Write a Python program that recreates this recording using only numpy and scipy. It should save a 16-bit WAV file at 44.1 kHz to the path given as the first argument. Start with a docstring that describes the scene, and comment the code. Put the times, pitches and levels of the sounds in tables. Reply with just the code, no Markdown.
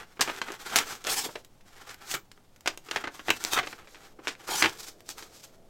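"""A paper envelope is opened by hand at a desk, close up, in a small, dry room with a faint rumble.
First the fingers stroke and push the stiff paper, and its creases buckle in sharp snaps.
After a second the flap rips in short, hissing pulls; now and then the envelope bumps dully on the desk.
From about three seconds a distant motor drones in faintly and slowly speeds up.
Near the end a sheet slides out with more snaps, and a few light strokes follow."""
import sys
import numpy as np
from scipy import signal
from scipy.fft import rfft, irfft, next_fast_len
from scipy.io import wavfile
from scipy.ndimage import uniform_filter1d, map_coordinates

SR = 44100
rng = np.random.default_rng(int(sys.argv[2]) if len(sys.argv) > 2 else 0)


def master_out(mix):
    """Clip the mix to full scale and print it as 16-bit PCM to the path in sys.argv[1]."""
    frames = np.transpose(np.atleast_2d(mix))
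    ceiling = np.clip(frames, -1, 1)
    pcm = np.round(ceiling * 32767).astype(np.int16)
    wavfile.write(sys.argv[1], SR, pcm)


N = 250929

# room tone, deep rumble to faint hiss: freq_hz, gain_db
ROOM_TONE_EQ = [(3, -13), (12, 0.5), (30, -24), (65, -20.5), (125, -20.5), (200, -23), (400, -29),
                (850, -30), (1500, -42), (3000, -43), (16000, -51)]
# how long the room rings: freq_hz, t60_s
ROOM_DECAY = [(150, .3), (500, 0.17), (2000, 0.13), (7000, 0.14), (11000, 0.087), (16000, 0.26)]
# the distant motor fades in and speeds up: time_s, firing_hz, level_db
MOTOR_RUN = [(2.7, 37, -82), (3.8, 39.3, -64), (4.85, 40, -60), (5.35, 41.1, -61), (5.69, 42, -61)]
# overtones of its firing rate: multiple, gain_db
MOTOR_OVERTONES = [(3, -8), (5, -6), (6, -2), (7, -7), (8, -3), (9, -1), (10, -4), (11, 2), (12, -4),
                   (13, -3), (16, -5)]
# the dull wash around them: freq_hz, gain_db
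MOTOR_WASH_EQ = [(40, -11), (100, -7.5), (420, 4.5), (700, 4), (1500, -33), (5000, -34)]
# finger strokes over the paper: start_s, length_s, flex_db, hiss_db
STROKES = [(0, .006, -41.5, -51), (0.08, 0.072, -61.5, -63.5), (0.245, 0.14, -43, -48.5),
           (0.44, .11, -45.5, -52), (0.61, 0.036, -46.5, -48.5), (0.665, .035, -39, -42),
           (0.742, 0.062, -31.5, -38.5), (0.88, 0.053, -38, -39), (0.96, 0.055, -53.5, -55.5),
           (1.29, 0.1, -59.5, -55), (1.68, .03, -60, -62), (1.74, 0.12, -54.5, -59),
           (1.88, .045, -46.5, -50.5), (2.02, .04, -50, -55.5), (2.075, 0.027, -46, -44),
           (2.68, 0.0605, -55, -62), (2.865, 0.053, -53, -55.5), (2.93, .08, -44, -50.5),
           (3.135, 0.066, -53, -54), (3.27, .11, -48.5, -47), (3.435, 0.053, -44, -43.5),
           (3.65, 0.11, -54, -53), (3.78, 0.049, -53, -62.5), (3.89, 0.073, -62, -57.5),
           (3.965, .12, -54, -57), (4.25, 0.071, -51, -56.5), (4.4, .05, -54.5, -59),
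           (4.485, .025, -43, -43), (4.68, 0.07, -46.5, -48), (4.79, 0.096, -53.5, -46),
           (4.94, 0.084, -70.5, -68), (5.1, 0.0072, -54.5, -45), (5.185, .05, -50, -48.5),
           (5.27, 0.067, -60, -58), (5.35, .11, -61.5, -52.5), (5.49, 0.066, -65, -65)]
# short pulls that rip the flap or slide the sheet: start_s, length_s, flex_db, hiss_db
PULLS = [(1.075, 0.034, -30, -35), (1.098, 0.046, -31.5, -28), (1.168, 0.024, -32, -27.5),
         (1.21, .015, -41, -36), (1.243, 0.016, -37, -34.5), (2.108, 0.03, -41.5, -37),
         (2.141, 0.011, -30.5, -37.5), (3.527, 0.022, -32, -30.5), (3.565, 0.023, -27, -38.5),
         (4.505, 0.059, -33.5, -35), (4.555, .06, -35, -30.5), (4.63, 0.034, -26.5, -43)]
# sharp paper snaps and a few dull bumps of the envelope on the desk:
# start_s, level_db, treble_corner_hz, decay_s (to fall 30 dB)
SNAPS_AND_BUMPS = [(0.171, -51, 1990, 0.024), (0.194, -31.5, 1600, 0.04), (0.2096, -17.5, 8300, .031),
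                   (0.2756, -30, 1800, .035), (0.2922, -28.5, 1890, 0.038), (0.363, -46, 6100, 0.0054),
                   (0.416, -27.5, 3100, 0.02), (0.483, -36.5, 1967, 0.024), (0.502, -36, 1290, 0.022),
                   (0.52, -42, 13940, 0.011), (0.759, -16, 14000, .029), (0.77, -23.5, 11070, .053),
                   (0.787, -21, 7820, 0.015), (1.042, -42.5, 14200, 0.0094), (1.0492, -37.5, 5900, .014),
                   (1.0696, -30.5, 10000, .018), (1.258, -37, 614, 0.017), (1.287, -40.5, 900, 0.03),
                   (1.3552, -34, 1890, .02), (1.448, -52.5, 16000, .012), (1.609, -61.5, 6000, .013),
                   (1.891, -42, 7050, 0.046), (1.944, -48.5, 12000, 0.0059), (2.114, -32.5, 14800, 0.024),
                   (2.141, -30, 12040, .03), (2.316, -49.5, 11100, 0.017), (2.376, -57, 1810, 0.012),
                   (2.562, -57, 16000, 0.011), (2.608, -54.5, 16000, 0.011), (2.6596, -30.5, 3750, 0.02),
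                   (2.6753, -21.5, 4730, .017), (2.775, -41.5, 8700, .011), (2.887, -42.5, 2900, 0.015),
                   (2.9118, -29.5, 4070, 0.014), (2.96, -24, 2700, 0.027), (3.039, -31, 1590, .036),
                   (3.073, -31.5, 1830, 0.024), (3.194, -40, 1900, 0.021), (3.2835, -28, 1900, 0.0068),
                   (3.2916, -27, 1830, 0.014), (3.304, -27, 16000, 0.004), (3.3039, -18, 2900, .014),
                   (3.44, -31.5, 11840, 0.0041), (3.4495, -27, 11000, 0.0037), (3.464, -43, 16150, 0.0083),
                   (3.534, -25.5, 16060, 0.012), (3.575, -23.5, 2300, 0.024), (3.588, -21.5, 2000, 0.024),
                   (3.63, -35, 2320, 0.036), (3.671, -35, 2780, 0.0187), (3.728, -39.5, 1670, 0.02),
                   (3.873, -49.5, 3000, 0.025), (3.946, -46, 3000, 0.034), (4.188, -43, 790, 0.042),
                   (4.272, -28.5, 1980, 0.0068), (4.278, -27.5, 4600, 0.057), (4.352, -50, 3000, .006),
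                   (4.488, -33, 1700, 0.022), (4.621, -25, 987, 0.011), (4.624, -17, 3560, 0.022),
                   (4.64, -20.5, 2440, 0.038), (4.656, -22, 2550, 0.019), (5.006, -53.5, 16000, .007),
                   (5.091, -37, 15950, .008), (5.225, -43.5, 4950, 0.011)]
# hiss of skin on paper: freq_hz, gain_db
SKIN_EQ = [(500, -30.5), (1600, -20.5), (2300, 2.5), (3700, 4), (5500, 5.5), (7700, 3), (10000, -5),
           (12500, -2.5), (16000, -12.5)]
# body of the flexing sheet: freq_hz, gain_db
SHEET_EQ = [(40, -14), (180, -11), (400, -2), (590, -9), (780, 1), (970, -3.5), (1400, 1.5), (2000, -4.5),
            (2400, -4.5), (3200, -5.5), (6000, -34.5), (16000, -63)]
# hiss of parting fibres: freq_hz, gain_db
FIBRE_EQ = [(500, -31.5), (1900, -23.5), (3500, 3), (5500, 6), (7700, 6), (10000, -1.5), (12500, 0.5),
            (16000, -7.5)]
# tone of the stiff paper in a snap or bump: freq_hz, gain_db
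PAPER_EQ = [(40, -22), (180, -17), (330, -0.5), (430, -1.5), (600, -5), (950, -3.5), (1500, -2.5),
            (2300, -3), (4300, -3.5), (7500, -4), (10000, -10.5), (12500, -9), (16000, -14)]
# added once the flap is torn, as loose paper rings a little higher: freq_hz, gain_db
LOOSE_PAPER_EQ = [(380, 0.5), (700, -2.5), (1400, -1), (2200, 1.5), (3500, -0.5)]

FLAP_TORN_S = 1.5
HOLDING_DB = -73.5  # the paper never lies quite still in the hands
TOP_HZ = 16000


def amp(db):
    """Decibels as a linear gain."""
    return 10 ** (np.asarray(db) / 20)


def unit(x):
    """x scaled to rms 1."""
    return x / np.sqrt(np.mean(x ** 2) + 1e-20)


def along(points, hz):
    """Read a curve of (freq_hz, value) points on a log frequency axis."""
    freqs, values = np.transpose(points)
    return np.interp(np.log(hz + 1), np.log(freqs + 1), values)


def wobble(rate):
    """A smooth random curve, rate knots a second."""
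    return map_coordinates(rng.standard_normal(int(N * rate / SR) + 4), [np.arange(N) * rate / SR])


def ring(x, gain_db, size=2048):
    """x through a minimum-phase body whose response is gain_db(hz)."""
    cepstrum = irfft(np.log(amp(gain_db(np.fft.rfftfreq(size, 1 / SR))) + 1e-6))
    cepstrum[1:size // 2] *= 2
    cepstrum[size // 2 + 1:] = 0
    return signal.fftconvolve(x, irfft(np.exp(rfft(cepstrum))))[:len(x)]


def coloured(x, eq):
    """x through an EQ curve, at rms 1."""
    return unit(ring(x, lambda hz: along(eq, hz)))


def grains(count, per_s, spread_db):
    """Tiny slips at random moments, a few much larger than the rest; rms 1."""
    sizes = amp(spread_db * np.minimum(rng.exponential(size=count), 4)) * rng.choice([-1, 1], count)
    return unit(sizes * (rng.random(count) < per_s / SR))


def room_tone(level_db=-57, swell_db=0.5):
    """The quiet room: a deep, uneven rumble under a faint hiss."""
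    hz = np.fft.rfftfreq(N, 1 / SR)
    air = unit(irfft(rfft(rng.standard_normal(N)) * amp(along(ROOM_TONE_EQ, hz)), N))
    return amp(level_db + swell_db * wobble(2.944)) * air


def room_reverb(x, tail_db=-9, build_s=0.0042, block=12000):
    """Desk and walls add a short diffuse tail, new for each block, as if the hands had moved."""
    out = np.pad(x, (0, SR))
    for start in range(0, N, block):
        hz, t, noise = signal.stft(rng.standard_normal(SR // 3), SR, nperseg=256)
        decay = amp(-60 * t / along(ROOM_DECAY, hz)[:, None])
        tail = signal.istft(noise * decay, SR, nperseg=256)[1]
        tail *= 1 - np.exp(-np.arange(len(tail)) / SR / build_s)
        echo = signal.fftconvolve(x[start:start + block], amp(tail_db) * tail / np.linalg.norm(tail))
        out[start:start + len(echo)] += echo
    return out[:N]


def distant_motor(drone_db=-2, wash_db=-3, drift_hz=0.05, waver_db=3.3):
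    """Wavering overtones of the firing rate in a dull wash, heard through the walls."""
    t = np.arange(N) / SR
    times, rates, levels = np.transpose(MOTOR_RUN)
    firing_hz = np.interp(t, times, rates) + drift_hz * wobble(8)
    phase = 2 * np.pi * np.cumsum(firing_hz) / SR
    drone = sum(amp(db + waver_db * wobble(5.8)) * np.sin(multiple * phase + 2 * np.pi * rng.random())
                for multiple, db in MOTOR_OVERTONES)
    wash = coloured(rng.standard_normal(N), MOTOR_WASH_EQ)
    return amp(np.interp(t, times, levels)) * (amp(drone_db) * unit(drone) + amp(wash_db) * wash)


def bending(x, depth_db):
    """The resonances of the sheet wander as it bends."""
    spectra = signal.stft(x, nperseg=512)[2]
    patches = uniform_filter1d(rng.standard_normal(spectra.shape), size=4, axis=0)  # across frequency
    patches = uniform_filter1d(patches, size=12, axis=1)  # across time
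    return signal.istft(spectra * amp(depth_db * unit(patches)), nperseg=512)[1][:N]


def hand_moves(moves, attack_s, swell_db, release_s):
    """Gains of flex and hiss: each move takes hold, swells or eases by swell_db, and lets go."""
    t, gains = np.arange(N) / SR, np.zeros((2, N))
    for start_s, length_s, flex_db, hiss_db in moves:
        age = t - start_s
        fades = np.exp(np.minimum(age, 0) / attack_s - np.maximum(age - length_s, 0) / release_s)
        swell = amp(swell_db * (np.clip(age / length_s, 0, 1) - 1))
        gains = np.maximum(gains, amp([[flex_db], [hiss_db]]) * fades * swell)
    return gains


def finger_strokes(trim_db=-1, jerk_db=3.0):
    """Skin slides on paper: a fine friction hiss with scattered ticks, over the flexing sheet."""
    gains = hand_moves(STROKES, attack_s=0.021, swell_db=-1.5, release_s=0.022)
    flex, hiss = np.hypot(gains, amp(HOLDING_DB))
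    ticks = 0.35 * grains(N, per_s=90, spread_db=2.5)
    friction = grains(N, per_s=14000, spread_db=3.5)
    slips = bending(friction + ticks, depth_db=0.5) * amp(jerk_db * wobble(67))
    return amp(trim_db) * (flex * coloured(slips, SHEET_EQ) + hiss * coloured(slips, SKIN_EQ))


def paper_rips(trim_db=-1, jerk_db=1.1):
    """Fibres part in a dense, slightly jerky stream that hisses and shakes the sheet."""
    flex, hiss = hand_moves(PULLS, attack_s=0.011, swell_db=0.5, release_s=0.011)
    breaks = grains(N, per_s=16000, spread_db=2.5)
    tear = bending(breaks, depth_db=3.1) * amp(jerk_db * wobble(120))
    return amp(trim_db) * (flex * coloured(tear, SHEET_EQ) + hiss * coloured(tear, FIBRE_EQ))


def hit_tone(hz, level_db, corner_hz, torn, body_hz=400, width_hz=240):
    """EQ of one snap or bump in dB: gentle ones get more low body, firm ones less."""
    paper_db = along(PAPER_EQ, hz) + torn * along(LOOSE_PAPER_EQ, hz)
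    body_db = (-3 - 0.24 * (level_db + 30)) / (1 + ((hz - body_hz) / width_hz) ** 2) ** 2
    rolloff_db = 10 * np.log10(1 + (hz / corner_hz) ** 3.89)
    return paper_db + body_db - rolloff_db


def snaps_and_bumps(crack_gain=0.79, crack_t60_s=0.0031, rise_share=0.042):
    """A crease gives way with one crack and a dying crackle; the same shape, dulled, makes a desk bump."""
    out, t = np.zeros(N + SR), np.arange(SR // 5) / SR
    for start_s, level_db, corner_hz, decay_s in SNAPS_AND_BUMPS:
        crack = rng.standard_normal(len(t)) * amp(-60 * t / crack_t60_s)
        rise = 1 - np.exp(-t / (rise_share * decay_s))
        crackle = grains(len(t), per_s=5000, spread_db=3.5) * amp(-30 * t / decay_s) * rise
        # short, bright hits carry more crack; long, dull ones are mostly crackle
        sharpness = np.sqrt(corner_hz / 8000 * 0.018 / decay_s)
        burst = crack_gain * sharpness * unit(crack) + unit(crackle)
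        hit = ring(burst, lambda hz: hit_tone(hz, level_db, corner_hz, torn=start_s > FLAP_TORN_S))
        hit *= np.sqrt(SR / 100 / np.sum(hit ** 2))  # the energy of 10 ms at rms 1
        out[int(start_s * SR):][:len(t)] += amp(level_db) * hit
    return out[:N]


def scene():
    """Close paper in its room, over room tone and motor; the same in both channels."""
    paper = snaps_and_bumps() + paper_rips() + finger_strokes()
    mono = room_reverb(paper) + room_tone() + distant_motor()
    return np.array([mono, mono])


def record(dry):
    """Clip at full scale and cut everything above TOP_HZ."""
    size = next_fast_len(N + SR // 2)
    passband = np.fft.rfftfreq(size, 1 / SR) < TOP_HZ
    return irfft(rfft(np.clip(dry, -1, 1), size) * passband, size)[:, :N]


dry = scene()
out = record(dry)
master_out(out)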